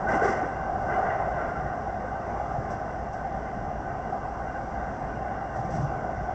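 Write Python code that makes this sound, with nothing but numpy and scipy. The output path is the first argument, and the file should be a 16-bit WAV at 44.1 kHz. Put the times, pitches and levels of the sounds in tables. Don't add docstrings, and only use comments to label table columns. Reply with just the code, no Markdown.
import sys
import numpy as np
from scipy import signal
from scipy.fft import rfft, irfft
from scipy.io import wavfile
from scipy.ndimage import uniform_filter1d, map_coordinates

SR = 44100
rng = np.random.default_rng(int(sys.argv[2]) if len(sys.argv) > 2 else 0)


def materialize(psi):
    bounded = np.clip(np.atleast_2d(psi).T, -1, 1)
    quanta = np.round(bounded * 32767).astype(np.int16)
    wavfile.write(sys.argv[1], SR, quanta)


def linear_from_db(decibels):
    return 10 ** (np.asarray(decibels, float) / 20)


N = 279594

ROAR = (420, 950)


def unit(x):
    return x / np.sqrt(np.mean(x ** 2) + 1e-20)


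def curves(rows):
    s, *cols = np.transpose(rows)
    return [np.interp(np.arange(N) / SR, s, c) for c in cols]


def wobble(rate):
    knots = rng.standard_normal(int(N * rate / SR) + 4)
    return map_coordinates(knots, [np.arange(N) * rate / SR])


# f/Hz, level/dB
SHELL = [(22, -7), (45, 1.5), (90, 0), (250, -3.5), (500, -8.5), (1000, -9), (1350, -11.5), (1750, -17.5),
         (2150, -23.5), (2450, -33), (3100, -36.5), (4100, -46), (5000, -40), (7600, -47.5)]
# f/Hz, width/Hz, lift/dB
PANELS = [(58.5, 16, 2), (103, 17, 2), (135.5, 12, 4), (149, 33, 3.5), (209.2, 41, 4), (253, 18, -2),
          (335.6, 15, 2), (459, 27, -2), (417, 42, 3), (529, 52, 4.5), (625, 100, 6), (708.5, 140, 12),
          (782, 99, 13), (1054, 61, 5), (1184, 46, 6), (1526, 181, 10.5), (1867, 93, 5.5), (2031, 150, 6.5),
          (2780, 180, 9), (3440, 83, 3.5), (5815, 1200, 7.5), (7580, 550, 6)]


def through_car(band, modes):
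    size = 2 ** 15
    hz = np.fft.rfftfreq(size, 1 / SR) + 1e-3
    f, db = np.transpose(SHELL)
    gain = linear_from_db(np.interp(np.log(hz), np.log(f), db))
    peaks = sum((linear_from_db(lift) - 1) / (1 + (2 * (hz - centre) / width) ** 2) ** 2 for centre, width, lift in modes)
    gain = gain * (1 + peaks)
    low, high = band
    gain = gain / np.sqrt((1 + (low / hz) ** 6) * (1 + (hz / high) ** 6))
    cepstrum = irfft(np.log(gain + 1e-7))
    cepstrum[1:size // 2] *= 2
    cepstrum[size // 2 + 1:] = 0
    response = irfft(np.exp(rfft(cepstrum)))[:size // 2]
    return response / np.linalg.norm(response)


def heard(force, band, modes=PANELS):
    return signal.fftconvolve(force, through_car(band, modes))[:N]


def rough(patchy_db, size=5):
    spectrum = signal.stft(rng.standard_normal(N + 1024), nperseg=512)[2]
    field = uniform_filter1d(rng.standard_normal(spectrum.shape), size=size, axis=0)
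    field = uniform_filter1d(field, size=14, axis=1)
    return unit(signal.istft(spectrum * linear_from_db(patchy_db * unit(field)), nperseg=512)[1][:N])


# t/s, roar level/dB
TRACK = [(0, -26.5), (.25, -28), (.45, -30.5), (.65, -29), (.87, -29), (.97, -23.5), (1.25, -27.5),
         (1.6, -30), (2, -32), (2.4, -30), (3, -34), (4, -31.5), (5.2, -33), (5.8, -32.5), (6.34, -32)]


def rolling():
    roar_db, = curves(TRACK)
    extra_db = roar_db + 32
    rumble_db = -38 + .05 * extra_db
    ring_db = -41 + .33 * extra_db
    rush_db = -61 + .29 * extra_db
    sway = wobble(7)
    rumble = linear_from_db(rumble_db + .4 * wobble(5.15)) * rough(patchy_db=-1.0)
    roar = linear_from_db(roar_db - 2.0 + .5 * sway + .49 * wobble(25)) * rough(patchy_db=1.0)
    ring = linear_from_db(ring_db + .2 * sway + .27 * wobble(14)) * rough(patchy_db=2.47, size=2)
    rush = linear_from_db(rush_db + .4 * sway + .34 * wobble(6.1)) * rough(patchy_db=.74)
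    return (heard(rumble, (10, 420)) + heard(roar, ROAR)
            + heard(ring, (950, 3900)) + heard(rush, (3900, 12000)))


# t/s, level/dB, grinding length/s, distance from the cab/0-1
CROSSINGS = [
    (0.072, 0.5, .09, 0.18),
    (0.216, 2, 0.085, 0.08),
    (0.883, -5.5, 0.073, 0.7),
    (1.031, -8, 0.12, 1),
    (1.345, -10, .15, 0.93),
]
# t/s, level/dB
BUMPS = [
    (2.538, -39),
    (5.555, -35),
    (5.64, -30),
    (5.734, -24),
    (5.828, -38),
]
# t/s, level/dB, chatter length/s
TICKS = [
    (2.698, -56.5, .02),
    (3.128, -60, 0.013),
    (5.552, -61, .05),
    (5.64, -62.5, .02),
    (5.702, -56, .02),
    (5.735, -55.5, 0.035),
    (5.809, -58, .015),
]
# f/Hz, width/Hz, lift/dB
WHEEL_MODES = [(1220, 80, 2), (1430, 110, 4), (1906, 110, 5.5), (2050, 140, 8), (2600, 90, 4),
               (3000, 80, 8), (3400, 200, 4), (4950, 300, 2), (5900, 300, 4), (7800, 900, 2.5)]


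def jolts():
    bands = ((67, 190), (363, 400), (1086, 2600), (4700, 9000), ROAR)
    crossing_db = np.array((-53, -31, -30, -48.5, -31.5))
    far_loss_db = np.array((0, 10, -2, 16.5, 1.5))
    bump_db = np.array((-.5, -11, -23.5, -41, -20))
    tick_db = np.array((-15, -3, -7, 1, -5))
    quick = np.array([[1], [1], [1], [.7], [1]])
    rise = np.array([[.008], [.008], [.008], [.0015], [.006]])
    swell, after_db, release_s = .12, -2.5, .006

    # time (s), part levels (dB), hold (s), tunnel t60 (s); far wheels ring longer
    blows = [(s, db + crossing_db - far * far_loss_db, hold, 1 + .75 * far) for s, db, hold, far in CROSSINGS]
    blows += [(s, db + bump_db, 0, .51) for s, db in BUMPS]
    blows += [(s, db + tick_db, hold, .7) for s, db, hold in TICKS]

    power, t = np.zeros((5, N + 2 * SR)), np.arange(SR) / SR
    for s, dbs, hold, t60 in blows:
        past = np.maximum(t - hold, 0)
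        shape = linear_from_db(after_db * (1 - np.exp(-past / release_s)) - 60 * past / (t60 * quick))
        shape = shape * (1 - np.exp(-t / (rise + swell * hold)))
        power[:, round(s * SR):][:, :len(t)] += (linear_from_db(dbs)[:, None] * shape) ** 2
    shaking = np.sqrt(power[:, :N]) * rng.standard_normal((5, N))
    shaking[2:4] *= linear_from_db(1.2 * np.array([wobble(60), wobble(110)]))
    return sum(heard(part, band, PANELS + WHEEL_MODES) for part, band in zip(shaking, bands))


def damped_tones(tones):
    out, t = np.zeros(N + SR), np.arange(SR // 2) / SR
    for s, hz, db, rise, t60 in tones:
        shape = linear_from_db(-60 * t / t60) * (1 - np.exp(-(t / rise) ** 2))
        out[round(s * SR):][:len(t)] += linear_from_db(db) * shape / shape.max() * np.sin(2 * np.pi * hz * t)
    return out[:N]


# f/Hz, peak level/dB, delay t/s, t60/s
WHEEL_TONES = [(1498, -27.5, -.005, 0.11), (1545, -26.5, .01, 0.14), (1983, -35, .015, 0.12),
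               (2033, -35.5, .055, 0.087), (2797, -53, .06, .2)]
# f/Hz, peak level/dB, delay t/s, t60/s
FITTING_TONES = [(5890, -0.5, 0.0036, .11), (7970, -4, .001, .04)]


def struck_rings():
    tones = []
    for blows, modes, rise in ((CROSSINGS, WHEEL_TONES, .004), (TICKS, FITTING_TONES, .002)):
        for s, db, *_ in blows:
            for hz, level, late, t60 in modes:
                detuned = hz * (1 + .012 * rng.normal())
                tones.append((s + late, detuned, db + level, rise, t60))
    return damped_tones(tones)


# t/s, f/Hz, peak level/dB
BOGIE = [
    (2.579, 120, -27),
    (5.588, 131.4, -27),
    (5.741, 154, -23.5),
    (5.79, 134, -23),
    (5.827, 141, -21.5),
    (5.887, 113, -36.5),
]
# t/s, f/Hz, peak level/dB
BOARDS = [
    (.134, 239, -25),
    (.154, 314, -23.5),
    (.218, 447, -19),
    (.25, 409, -16.5),
    (.281, 398, -24),
    (.302, 402, -27),
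    (.429, 321, -24.5),
    (2.04, 526, -27),
    (5.69, 525, -32),
]
# t/s, f/Hz, peak level/dB
RAIL = [
    (.41, 753, -26),
    (.705, 766, -26.5),
    (2.398, 715, -27.5),
    (3.245, 782, -27),
    (4.121, 779, -22.5),
    (4.236, 729, -31),
]
# t/s, f/Hz, peak level/dB
FLANGE = [
    (.936, 1545, -35),
    (1.1, 1935, -39),
    (1.384, 1370, -33),
    (1.432, 1435, -34.5),
    (1.49, 1415, -34),
    (1.55, 1360, -34),
    (2.15, 1545, -40),
    (2.45, 1545, -41),
    (4.55, 1560, -37.5),
]
# t/s, f/Hz, peak level/dB
RIM = [
    (.95, 2890, -54.5),
    (1.09, 2780, -54),
    (4.46, 2780, -63),
    (4.549, 2780, -60),
    (4.74, 2780, -62.5),
    (5.33, 2830, -61),
    (5.41, 2790, -63),
]


def part_rings():
    parts = ((BOGIE, .006, .11), (BOARDS, .0034, .072), (RAIL, .0083, .073),
             (FLANGE, .005, .2), (RIM, .008, .2))
    return damped_tones([(*row, rise, t60) for rows, rise, t60 in parts for row in rows])


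def motor():
    hum_hz = 59 + 1.098 * wobble(5)
    gear_hz = 106.5 + 1.4 * wobble(6)
    hum = linear_from_db(-45 + .92 * wobble(5)) * np.sin(2 * np.pi * np.cumsum(hum_hz) / SR)
    gear = linear_from_db(-53.0 + 1.8 * wobble(2.6)) * np.sin(2 * np.pi * np.cumsum(gear_hz) / SR)
    return np.sqrt(2) * (hum + gear)


def scene():
    return (rolling() + jolts() + struck_rings() + part_rings() + motor())[None]


def top_cut(x):
    return signal.sosfilt(signal.butter(12, 8940, fs=SR, output="sos"), x)


# f/Hz, level/dB
SMOOTHING = [(7000, 0), (7600, -2.5), (8000, -4), (8400, -15), (8700, -20.5), (8960, -40.5)]


def record(dry):
    edge_hz, half_hz, top_hz = 7800, 8000, 8960
    hz, spectrum = np.fft.rfftfreq(N, 1 / SR), rfft(dry)
    edge = irfft(spectrum * (hz > edge_hz), N) * linear_from_db(-1.5 + 2.5 * wobble(22))
    spectrum = spectrum * (hz <= edge_hz) + rfft(edge)
    half = round(half_hz * N / SR)
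    spectrum[:, half:2 * half + 1] = np.conj(spectrum[:, half::-1])
    f, db = np.transpose(SMOOTHING)
    smoothing = linear_from_db(np.interp(hz, f, db)) * (hz < top_hz)
    mix = irfft(spectrum * smoothing, N)
    return top_cut(mix)


dry = scene()
out = record(dry)
materialize(out)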